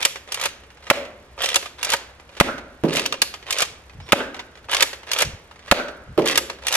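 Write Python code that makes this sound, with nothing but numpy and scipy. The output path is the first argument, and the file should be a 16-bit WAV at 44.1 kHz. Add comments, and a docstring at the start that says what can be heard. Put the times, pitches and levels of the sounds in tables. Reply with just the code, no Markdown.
"""First comes a short rasp and a clack: the grip of a toy ball blaster slides back and latches, then rattles
forward. The trigger frees the plunger with a crack, and the ball pops from the barrel about 10 ms later.
The toy is cocked five times and fired four times, close to a stereo microphone in a hard-walled space.
Walls throw the shots back, three balls ping far off, and two thump into something hollow."""
import sys
import numpy as np
from scipy import signal
from scipy.fft import rfft, irfft, next_fast_len
from scipy.io import wavfile
from scipy.ndimage import uniform_filter1d

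SR = 44100
rng = np.random.default_rng(int(sys.argv[2]) if len(sys.argv) > 2 else 0)


def master(y):
    """Save y as 16-bit WAV."""
    cut = np.clip(np.atleast_2d(y).T, -1, 1)
    pcm = np.round(cut * 32767)  # scale
    wavfile.write(sys.argv[1], SR, pcm.astype(np.int16))


N = 298204
BINS = np.fft.rfftfreq(4096, 1 / SR)  # f/Hz at which tone colours are drawn
AGE = np.arange(SR // 2) / SR  # t/s since a sound began

# Levels are relative. t60 is the time to fade by 60 dB. Tilt is treble gained per octave.
# colour of the distant drone and hiss: f/Hz, level/dB
DRONE_COLOUR = [(20, -8), (45, -9), (63, 9.5), (85, 0), (150, -6.5), (300, -10), (520, -7), (800, -10),
                (1800, -13), (3500, -18.5), (7000, -28), (12000, -34), (15500, -49)]
# puffs of air on the microphone: t/s, length/s, level/dB
GUST_TIMES = [(3.628, 0.15, -51.5), (3.888, 0.23, -40), (4.59, 0.11, -49), (5.223, 0.098, -30.5),
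              (5.322, 0.038, -33.5), (6.044, 0.12, -39)]
# their colour: f/Hz, level/dB
GUST_COLOUR = [(20, -16), (70, 2), (160, -5.5), (260, -18), (600, -35), (2000, -82)]
# the microphone pair: f/Hz, likeness (0-1), left's phase lead/rad, left minus right/dB
MIC_PAIR = [(60, 1, 0, 0.5), (613, 0.86, 0.22, 0), (1410, 0.36, 0.05, -1), (2090, 0.34, 1, -5),
            (4120, 0.58, 2, 1), (6900, 0.35, 2, 0.5), (12600, 0.75, 3, 0.3)]
# how long the room rings: f/Hz, t60/s
ROOM_FADE = [(100, 0.97), (300, 0.76), (600, 0.76), (1500, 0.6), (3000, 0.44), (6000, 0.4), (12000, 0.31),
             (15000, 0.75)]
# colour of the room: f/Hz, level/dB
ROOM_COLOUR = [(60, -5), (150, -14), (250, 2.5), (400, 1.5), (580, -1.5), (850, -3.5), (1500, -1.5),
               (3000, 1.5), (6000, 2.5), (12500, -2), (14000, -15)]
# notes of a shot that hang between the walls: f/Hz, width/Hz, level/dB, t60/s
ROOM_NOTES = [(570, 95, -28.5, 0.62), (250, 24, -28.5, 0.52)]

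# balls striking far off: t/s, f/Hz, level/dB, t60/s
FAR_HITS = [(2.484, 1430, -35, 0.78), (4.203, 1530, -36.5, 0.97), (5.793, 1450, -35, 0.96)]
# balls hitting a panel: t/s, boom/dB, pitch factor, tilt/dB, slap/dB, knock-back delay/s, its gain/dB
PANEL_HITS = [(2.8367, -12, 1, -3, -23.5, .0125, -5), (6.1772, -14, 1.01, 3, -19.5, .0095, -3)]
# notes of that hollow panel: f/Hz, level/dB, t60/s
PANEL_NOTES = [(160, -7.5, 0.42), (190, -8.5, 0.17), (233.5, -5.5, 0.16), (282.3, -8.5, 0.45),
               (326.5, 3, 0.16), (375, 1.5, 0.19), (442, -2, 0.39), (534, -9.5, 0.68), (598, -3.5, 0.21),
               (737, -28, 0.11), (826, -18, .18), (950, -28, 0.059), (1440, -31, .08)]
# colour of the ball's slap: f/Hz, level/dB
SLAP_COLOUR = [(25, -35), (90, -19), (180, -15), (400, 4), (750, 5), (1300, -5.5), (2000, -12.5),
               (3100, -13), (6000, -25.5), (9000, -31.5), (12000, -22.5), (15500, -40)]

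# colour of the toy's plastic shell: f/Hz, level/dB
SHELL_COLOUR = [(60, -28), (200, -29.5), (380, -14.5), (550, -12.5), (800, -10), (1300, -4.5), (3200, 1.5),
                (5000, -1), (7000, -2.5), (9500, -7), (12000, -5), (15500, -30)]
# notes of the shell: f/Hz, width/Hz, boost/dB
SHELL_NOTES = [(548, 24, 6), (950, 40, 4), (1239, 60, 3), (1670, 120, 3.5), (1945, 70, 3), (2390, 80, 4.5),
               (2820, 90, 4), (3560, 130, 2.5), (4574, 120, 2.5), (5750, 180, 3.5), (6330, 130, 2),
               (7080, 220, 2), (9100, 150, 3.5), (11550, 400, 1)]
# light plastic ticks and rattles from handling, firing, the returning trigger and the settling grip:
# t/s, level/dB
SMALL_KNOCKS = [(0.2858, -36), (0.294, -45), (.635, -41.5), (.7028, -40.5), (.7711, -43.5), (.9344, -28),
                (1.626, -25.5), (2.0977, -47), (2.1972, -39.5), (2.291, -41), (2.3255, -44), (3.426, -35),
                (3.895, -39), (3.933, -47), (4.0008, -37), (4.344, -27.5), (4.3654, -33), (4.398, -30.5),
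                (4.5534, -40.5), (4.573, -39), (4.6427, -41), (5.031, -35), (5.07, -35), (5.5112, -37),
                (5.5577, -41), (5.5917, -40), (6.219, -27), (6.498, -22), (6.5288, -37), (6.5857, -40),
                (6.625, -45)]
# path of the trigger's squeak: t/s, f/Hz, level/dB
SQUEAK_PATH = [(4.005, 4900, -68), (4.025, 5350, -53), (4.075, 5450, -56), (4.11, 5450, -70)]
# notes of the cocked spring: f/Hz, width/Hz, level/dB, t60/s
SPRING_NOTES = [(4620, 270, -42, .25), (5800, 100, -40, 0.27), (9600, 690, -52, 0.45),
                (11180, 1000, -35, 0.34), (12000, 900, -43.5, .4)]
# notes of the hollow body: f/Hz, level/dB, t60/s
BODY_NOTES = [(129, -28.5, 0.088), (355, -14.5, 0.059), (469, -15, 0.031), (562, -8, 0.094),
              (914, -1.5, 0.04), (1240, -4, 0.058), (1727, -10, 0.017), (2520, 2, 0.013)]
# colour of the rail that the grip slides on: f/Hz, level/dB
RAIL_COLOUR = [(60, -22), (200, -21), (380, -6), (520, 1), (800, -1), (1300, 1.5), (2300, 1.5), (3400, 4),
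               (5000, -0.5), (7000, -6), (9500, -6.5), (12000, -11), (15500, -49)]
# notes rubbed out of the rail: f/Hz, width/Hz, level/dB
RUBBED_NOTES = [(1202, 70, -18), (2123, 110, -12), (2810, 120, -13), (3410, 180, -11)]
# grip pulled back: start/s, fastest/s, end/s, latch/s, rasp/dB, latch/dB, thud/dB, wait to ease off/s
GRIP_PULLS = [(0, 0.004, 0.073, 0.05, -30, -7, -27, 0.107),
              (1.378, 1.445, 1.557, 1.5572, -24.5, -6.5, -19, .1),
              (2.88, 2.965, 3.06, 3.2175, -25, -6.5, -22, .1215),
              (4.686, 4.742, 4.82, 4.824, -21.5, -5.5, -18, .106),
              (6.24, 6.275, 6.39, 6.3749, -23, -6.5, -19, 0.123)]
# grip pushed forward: ball pick-up/s, front stop/s, force/dB, thud/dB
GRIP_PUSHES = [(0.3204, 0.455, -4.5, -24.5), (1.8286, 1.934, -1, -20), (3.506, 3.62, -0.5, -25.5),
               (5.115, 5.219, 0.5, -21.5), (6.6675, 6.751, -0.5, -16.5)]
# the slide snags on the spring on its way back: t/s, level/dB, tilt/dB
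PULL_SNAGS = [(0.0267, -13, -1.5), (1.4206, -24, 13), (1.433, -29, 0), (1.442, -27, 5), (1.458, -15, 0),
              (1.4883, -15, -1), (1.543, -11.5, -2), (2.9344, -26, 7), (2.957, -16, 1),
              (2.9688, -13.5, -1.5), (2.9825, -20.5, -4.5), (2.994, -15, -2), (3.06, -11.5, -2),
              (3.124, -13, -4.5), (3.14, -21.5, -7), (4.703, -37, -4), (4.7123, -23, 4),
              (4.7323, -18.5, -3), (4.7461, -9.5, -2), (4.7666, -12.5, -3.5), (4.806, -8.5, -2.5),
              (4.8215, -12, -5.5), (6.257, -19.5, 3), (6.274, -16, 2), (6.2864, -15, -1),
              (6.3103, -19, 0.5), (6.356, -11.5, -3)]
# knocks as the plunger latches: delay/s, level/dB, tilt/dB
LATCH_KNOCKS = [(0, 1.5, 1), (.005, -8, -7)]
# knocks as the hand eases off: delay/s, level/dB, tilt/dB
EASE_KNOCKS = [(0, -25.5, -5.5), (.011, -39, -5.5)]
# catches that a push passes: share of the way from pick-up to stop (0-1), level/dB, tilt/dB
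PUSH_CATCHES = [(0, -13.5, 0), (0.169, -13.5, 0.5), (0.581, -23.5, -2), (0.686, -14, 1.3),
                (0.859, -14, -0.5)]
# knocks at the front stop: delay/s, level/dB, tilt/dB
STOP_KNOCKS = [(0, -11.5, 2.5), (.003, -11.5, -5.5), (.01, -20, -6), (.03, -29, -0.5)]
# knocks of the squeezed trigger: t/s from the shot, level/dB, tilt/dB
TRIGGER_KNOCKS = [(-.033, -32, -6.5), (-.025, -37, -6.5)]

# shots: t/s, crack/dB, pop delay/s, pop/dB, barrel ring/dB, echo/dB, trigger return delay/s, its knock/dB
FIRINGS = [(0.9002, -3.5, 0.011, -6, 9.5, -26, .15, -33.5), (2.4, -2.5, 0.01, 2, -1, -14, 0.18, -29),
           (4.121, -2.5, .0097, 1.5, 1.5, -11.5, .271, -25.5),
           (5.7125, -3, 0.0097, -1.5, 8, -11.5, 0.17, -28.5)]
# colour of the plunger's crack: f/Hz, level/dB
CRACK_COLOUR = [(40, -9.5), (200, -15), (520, -16), (720, -14.5), (1020, -30), (1330, -9), (1700, -4.5),
                (2600, -4), (3600, -7.5), (5000, -14), (8500, -19.5), (12000, -17.5), (15500, -30)]
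# notes of the air chamber that the plunger slams into: f/Hz, level/dB, t60/s
CHAMBER_NOTES = [(902, -16, 0.038), (1248, 0.5, 0.018), (1870, -19, 0.031), (2410, -31, 0.029),
                 (3100, -19, 0.016)]
# colour of the air escaping behind the ball: f/Hz, level/dB
PUFF_COLOUR = [(60, -5), (220, 3), (380, -12), (700, 9.5), (1400, -2.5), (2500, -2.5), (4000, -30),
               (8000, -18), (12000, -33), (15500, -27)]
# notes of the air in the barrel: f/Hz, level/dB, t60/s
BARREL_NOTES = [(565, -16.5, 0.073), (443, -48, 0.024), (1390, -16, 0.021), (950, -8, 0.0065)]


def amp(db):
    """Turns decibels into a gain."""
    return 10 ** (np.asarray(db) / 20)


def unit(x):
    """Scales a sound to an average power of 1."""
    return x / np.sqrt(np.mean(x ** 2) + 1e-20)


def read(points, hz, column=1):
    """Reads a table between its rows, on a log-frequency scale."""
    table = np.transpose(points)
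    return np.interp(np.log(hz + 1), np.log(table[0] + 1), table[column])


def add(mix, s, sound):
    """Lays a sound into the mix at time s."""
    part = mix[:, max(round(s * SR), 0):][:, :sound.shape[-1]]
    part += sound[..., :part.shape[-1]]


def later(x, delay):
    """The same sound, delay seconds later."""
    out = np.zeros((2, N))
    add(out, delay, x)
    return out


def ring(gain_db):
    """How a thing with this tone colour rings after one tap, scaled to energy 1."""
    log_gain = np.log(amp(np.r_[gain_db, gain_db[-2:0:-1]]))
    response = irfft(np.exp(np.conj(signal.hilbert(log_gain)))[:len(BINS)])
    return response / np.linalg.norm(response)


def through(x, response):
    """Filters each channel with a ring and keeps the length."""
    return signal.oaconvolve(x, np.atleast_2d(response), axes=1)[:, :x.shape[1]]


def tint(x, colour):
    """Gives a sound the tone colour in a table."""
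    return through(x, ring(read(colour, BINS)))


def noise(size):
    """Two channels of plain hiss."""
    return rng.standard_normal((2, size))


def breathy_note(hiss, hz, width):
    """Narrows hiss to a band around one pitch."""
    return unit(through(hiss, ring(-20 * np.log10(1 + (2 * (BINS - hz) / width) ** 2))))


def gliding_note(x, hz, width):
    """Lets x ring a note whose pitch follows the curve hz."""
    turn = np.exp(2j * np.pi * np.cumsum(hz) / SR)
    kept = np.exp(-np.pi * width / SR)
    return (turn * signal.lfilter([np.sqrt(2 * (1 - kept ** 2))], [1, -kept], x / turn)).real


def burst(rise, hold, decay, size=4096):
    """Evened-out hiss that rises, holds and dies away; times are in seconds."""
    t, hiss = AGE[:size], noise(size)
    hiss /= np.sqrt(uniform_filter1d(hiss ** 2, size=40))
    return hiss * (1 - np.exp(-t / rise)) * np.exp(-np.maximum(t - hold, 0) / decay)


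def mics(x):
    """Two spaced microphones hear bass alike and treble nearly opposed."""
    size = next_fast_len(x.shape[1] + 2048, True)
    left, other = rfft(x, size)
    hz = np.fft.rfftfreq(size, 1 / SR)
    same = np.clip(read(MIC_PAIR, hz), 0, 1)
    lean = amp(read(MIC_PAIR, hz, column=3) / 2)
    right = (same * left + np.sqrt(1 - same ** 2) * other) * np.exp(-1j * read(MIC_PAIR, hz, column=2))
    return irfft(np.array([left * lean, right / lean]), size)[:, :x.shape[1]]


def background():
    """Distant drone and hiss, with light puffs of air on the microphone."""
    puffs = np.zeros((2, N))
    for s, length, db in GUST_TIMES:
        add(puffs, s, amp(db) * np.hanning(round(length * SR)))
    air = tint(puffs * noise(N), GUST_COLOUR)
    return mics(air + amp(-49.5) * tint(noise(N), DRONE_COLOUR))


def walls(x):
    """The walls return each pitch as a fading wash of noise; the bass lasts longest."""
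    hz, t, spectrum = signal.stft(x, SR, nperseg=512)
    power = (abs(spectrum) ** 2).mean(0)
    # treble leaves the toy differently in every direction, which evens out its fine peaks
    evened = np.clip(hz / 3000, 0, 1)[:, None]
    power = (1 - evened) * power + evened * uniform_filter1d(power, size=7, axis=0)
    lag = t[t < 1]
    arrival = 1 - 0.33 * np.exp(-(lag / 0.033) ** 4)
    fade_db = read(ROOM_COLOUR, hz)[:, None] - 60 * lag / read(ROOM_FADE, hz)[:, None]
    decay = (arrival * amp(fade_db)) ** 2
    power = signal.fftconvolve(power, decay / decay.sum(1).max(), axes=1)[:, :len(t)]
    hiss = signal.stft(noise(N), SR, nperseg=512)[2]
    tail = hiss / np.std(hiss) * np.sqrt(abs(power))
    return mics(signal.istft(tail, SR, nperseg=512)[1][:, :N])


def hanging_notes():
    """The barrel's notes swell and fade in the room; a strong barrel ring favours the upper one."""
    out = np.zeros((2, N))
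    swell = 1 - np.exp(-(AGE / 0.042) ** 2)
    for s, _, delay, _, ring_db, *_ in FIRINGS:
        for hz, width, db, t60 in ROOM_NOTES:
            hiss = noise(len(AGE))
            note = breathy_note(hiss[:1] + 0.17 * hiss, hz, width)
            add(out, s + delay, amp(db + ring_db * np.log2(hz / 450) - 60 * AGE / t60) * note * swell)
    return out


def far_pings():
    """A ball strikes far off: one hollow note, drawn out by the walls."""
    out = np.zeros((2, N))
    for s, hz, db, t60 in FAR_HITS:
        level = amp(db) * (amp(-60 * AGE / t60) + amp(6) * np.exp(-AGE / 0.027))
        add(out, s, level * breathy_note(noise(len(AGE)), hz, width=320))
    return mics(out)


def panel_thumps(roughness=0.54, flutter_s=0.0119):
    """A ball slaps a hollow panel, which booms, flutters in its frame and knocks back against it."""
    out = np.zeros((2, N))
    depth = roughness * np.minimum(AGE / flutter_s, 1)
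    for s, db, pitch, tilt_db, slap_db, rebound, rebound_db in PANEL_HITS:
        for k, (hz, note_db, t60) in enumerate(PANEL_NOTES):
            shake = rng.standard_normal(len(BINS)) + 1j * rng.standard_normal(len(BINS))
            flutter = np.interp(AGE / flutter_s, np.arange(len(BINS)), shake)
            swing = (1 + depth * flutter) * np.exp(2j * np.pi * hz * pitch * AGE)
            level = amp(db + note_db + tilt_db * np.log2(hz / 320) - 60 * AGE / t60)
            add(out, s, (-1) ** k * level * swing.imag * amp([[-5], [-1]]))  # louder on the right
        slap = amp(7) * burst(rise=.00005, hold=.001, decay=.001)
        slap += amp(-2) * burst(rise=.0005, hold=.014, decay=.025)
        add(slap, rebound, amp(rebound_db + 2) * burst(rise=0.0012, hold=0.0066, decay=0.006))
        add(out, s, amp(slap_db) * mics(tint(slap, SLAP_COLOUR)))
    return out


def shell(tilt_db, colour=SHELL_COLOUR, spot_db=2.5, spot_width_hz=110):
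    """The shell's ring: each spot stirs its notes differently and adds small peaks of its own."""
    stirred = 1 + .45 * rng.standard_normal(len(SHELL_NOTES))
    peaks_db = sum(share * db / (1 + (2 * (BINS - hz) / width) ** 2)
                   for share, (hz, width, db) in zip(stirred, SHELL_NOTES))
    ripple = np.interp(BINS / spot_width_hz, np.arange(len(BINS)), rng.standard_normal(len(BINS)))
    treble_db = tilt_db * np.log2(np.maximum(BINS, 500) / 3000)  # hard contacts are brighter
    return ring(read(colour, BINS) + peaks_db + spot_db * ripple + treble_db)


def handling(creaks_per_s=40):
    """Faint creaks of the shell in the hands."""
    ticks = (rng.random(N) < creaks_per_s / SR) * amp(1.8 * np.minimum(rng.exponential(1, N), 2))
    creak = through(burst(rise=0.0012, hold=0.00069, decay=0.0033), shell(tilt_db=7.5))
    return amp(-56) * mics(through(np.array([ticks, ticks]), creak))


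def trigger_squeak():
    """One thin, wavering glide of plastic on plastic."""
    s, hz, db = np.transpose(SQUEAK_PATH)
    t = np.arange(s[0], s[-1], 1 / SR)
    waver = 1 + .04 * unit(uniform_filter1d(rng.standard_normal(len(t)), size=30))
    phase = 2 * np.pi * np.cumsum(np.interp(t, s, hz) * waver) / SR
    return later(amp(np.interp(t, s, db)) * np.sin(phase), s[0])


def spring_sizzle():
    """The latch jolts the squeezed spring, whose high notes sizzle on."""
    out = np.zeros((2, N))
    for _, _, _, latch, *_ in GRIP_PULLS:
        for hz, width, db, t60 in SPRING_NOTES:
            add(out, latch, amp(db - 60 * AGE / t60) * breathy_note(noise(len(AGE)), hz, width))
    return mics(out)


def strokes(lead_s=.048, overrun_s=.012, ram_share=.57):
    """Lists every slide: start/s, fastest/s, end/s, then level/dB at each of the three."""
    pulls = [(start, fastest, end, db - 12, db, db - 6) for start, fastest, end, _, db, *_ in GRIP_PULLS]
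    pushes, rams = [], []
    for pick_up, stop, db, _ in GRIP_PUSHES:
        pushes.append((pick_up - lead_s, stop, stop + overrun_s, db - 40, db - 27.5, db - 51))
        ram_start = pick_up + ram_share * (stop - pick_up)  # the ball is rammed home
        rams.append((ram_start, stop, stop + overrun_s, db - 36, db - 23, db - 42))
    trigger_rubs = [(s - .11, s - .013, s - .00078, -57.5, -45, -51) for s, *_ in FIRINGS]
    return pulls + pushes + rams + trigger_rubs


def sliding_rasp(slips_per_s=190, slip_s=.0007, slip_spread_db=5, smooth_share=.08, glide=.053):
    """Sliding parts stick and slip: tiny ticks and a few rising rubbed notes, louder with speed."""
    out = np.zeros((2, N))
    for start, fastest, end, *levels_db in strokes():
        t = start + AGE[:SR // 4]
        speed = amp(np.interp(t, [start, fastest, end], levels_db)) * (t < end)
        slipping = rng.random(len(t)) < slips_per_s / SR
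        slips = slipping * amp(slip_spread_db * np.minimum(rng.exponential(1, len(t)), 2))
        friction = signal.lfilter([1], [1, -np.exp(-1 / (slip_s * SR))], slips) + smooth_share
        scrape = speed * unit(np.sqrt(friction)) * noise(len(t))
        # the contact point travels and presses harder, so dull turns to bright
        travel = np.pi / 2 * np.clip((t - start) / (fastest - start), 0, 1)
        add(out, start, through(scrape * np.cos(travel), shell(tilt_db=-3, colour=RAIL_COLOUR)))
        add(out, start, through(scrape[::-1] * np.sin(travel), shell(tilt_db=-1.5, colour=RAIL_COLOUR)))
        bend = 1 + glide * (np.clip((t - start) / (end - start), 0, 1) - .5)
        for hz, width, db in RUBBED_NOTES:
            detune = 1 + .14 * rng.uniform(-1.35, 1)
            add(out, start, amp(db) * gliding_note(scrape * np.sin(travel), hz * bend * detune, width))
    return mics(out)


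def body_thuds(rebound_s=.0057):
    """The whole body knocks woodily: as a pull starts, at the latch, and twice at the front stop."""
    starts = [(start, db - 8) for start, _, _, _, db, *_ in GRIP_PULLS]
    latches = [(latch, db) for _, _, _, latch, _, _, db, _ in GRIP_PULLS]
    stops = [(stop, db) for _, stop, _, db in GRIP_PUSHES]
    rebounds = [(s + rebound_s, db - 6) for s, db in stops]
    out, t = np.zeros((2, N)), AGE[:len(BINS) * 2]
    for s, db in starts + latches + stops + rebounds:
        phases = rng.uniform(0, 2 * np.pi, len(BODY_NOTES))
        knock = sum(amp(note_db - 60 * t / t60) * np.sin(2 * np.pi * hz * t + phase)
                    for phase, (hz, note_db, t60) in zip(phases, BODY_NOTES))
        add(out, s, amp(db) * knock * (1 - np.exp(-t / .0008)) * amp([[.5], [3]]))
    return out


def knocks(chatter_s=.004, snag_s=.003, tick_s=.0028, tick_tilt_db=-6.5, release_tilt_db=-7):
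    """Lists every plastic knock, snag and light tick: t/s, level/dB, tilt/dB, decay/s."""
    steps = []  # t/s, force/dB, knocks
    for _, _, _, latch, _, latch_db, _, ease in GRIP_PULLS:
        steps += [(latch, latch_db, LATCH_KNOCKS), (latch + ease, 0, EASE_KNOCKS)]
    for pick_up, stop, force_db, _ in GRIP_PUSHES:
        catches = [(share * (stop - pick_up), db, tilt_db) for share, db, tilt_db in PUSH_CATCHES]
        steps += [(pick_up, force_db, catches), (stop, force_db, STOP_KNOCKS)]
    for s, *_, release, release_db in FIRINGS:
        steps += [(s, 0, TRIGGER_KNOCKS), (s, release_db, [(release, 0, release_tilt_db)])]
    action = [(s + delay, force_db + db, tilt_db, chatter_s)
              for s, force_db, step in steps for delay, db, tilt_db in step]
    snags = [(*snag, snag_s) for snag in PULL_SNAGS]
    ticks = [(s, db, tick_tilt_db, tick_s) for s, db in SMALL_KNOCKS]
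    return action + snags + ticks


def clacks():
    """Each knock chatters in the shell for a few milliseconds and leaves loose parts buzzing."""
    out = np.zeros((2, N))
    for s, db, tilt_db, decay in knocks():
        knock = amp(db) * burst(rise=0.0011, hold=0.00096, decay=decay)
        # loose parts have little room to move, so their buzz grows more slowly than a hard blow
        buzz = amp(min(.5 * db - 22, db - 7.5)) * burst(rise=.003, hold=.004, decay=.012)
        add(out, s, through(knock + buzz, shell(tilt_db)))
    return amp(2.5) * mics(out)


def ball_pop(ring_db, width_s=.00032, swell_s=.0001, low_cut_hz=50):
    """The ball leaves: air sucks in and overshoots, returns once down the barrel and rings it briefly."""
    u = AGE / width_s
    pulse = -u * (2 - u) * np.exp(-u) * amp(7.5)
    returned = amp(-21) * np.interp(AGE - .0033, AGE, pulse, left=0)
    tube = -sum(amp(db + ring_db - 60 * AGE / t60) * np.cos(2 * np.pi * hz * (AGE - swell_s))
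                for hz, db, t60 in BARREL_NOTES)
    air = pulse + returned + tube * (1 - np.exp(-AGE / swell_s)) * np.exp(-(AGE / 0.02) ** 4)
    # the pop carries little deep bass
    return signal.lfilter(*signal.butter(1, low_cut_hz, "high", fs=SR), air)


def shots(echo_s=.078, echo_cut_hz=2600):
    """The plunger cracks in its chamber and the ball pops; the wall ahead scatters a dull echo."""
    near, far = np.zeros((2, N)), np.zeros((2, N))
    for s, crack_db, delay, pop_db, ring_db, echo_db, *_ in FIRINGS:
        shot = np.zeros((2, len(AGE)))
        crack = burst(rise=0.00028, hold=0.0028, decay=0.0023)
        crack += amp(-9) * burst(rise=0.00045, hold=0.0086, decay=0.0064)
        add(shot, 0, amp(crack_db - 3.5) * tint(crack, CRACK_COLOUR))
        puff = burst(rise=.0003, hold=.0025, decay=.004)
        add(shot, delay, amp(pop_db - 10) * tint(puff, PUFF_COLOUR))
        shot = mics(shot)
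        chamber = sum(amp(db - 60 * AGE / t60) * np.sin(2 * np.pi * (hz * AGE + rng.random()))
                      for hz, db, t60 in CHAMBER_NOTES)
        add(shot, 0, amp(crack_db) * chamber * (1 - np.exp(-AGE / 0.00072)))
        add(shot, delay, amp(pop_db) * ball_pop(ring_db) * amp([[-1], [1]]))
        add(near, s, shot)
        add(far, s, amp(echo_db) * shot)
    scatter = noise(len(AGE)) * np.exp(-abs(AGE - echo_s) / .009)
    dull = ring(-10 * np.log10(1 + (BINS / echo_cut_hz) ** 4))
    scatter = mics(through(scatter / np.linalg.norm(scatter[0]), dull))
    return near, amp(-14.5) * through(far[:1].repeat(2, axis=0), scatter)


def scene():
    """The blaster close by, and the room around it."""
    action = clacks() + body_thuds() + sliding_rasp() + handling() + trigger_squeak()
    fire, echo = shots()
    landing = panel_thumps()
    to_walls = later(amp(-10) * action + amp(-6) * landing, delay=.005)
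    # the shot is aimed forward, so the room answers it later than the rattles
    to_walls += later(amp(-8.5) * fire, delay=.025)
    blaster = action + spring_sizzle() + fire
    return blaster + echo + landing + walls(to_walls) + hanging_notes() + far_pings() + background()


def record(dry):
    """The loudest peaks are clipped, then the highest treble is cut."""
    treble_cut = signal.firwin(255, cutoff=15900, window=("kaiser", 8), fs=SR)
    return signal.oaconvolve(np.clip(dry, -1, 1), treble_cut[None], "same")


dry = scene()
out = record(dry)
master(out)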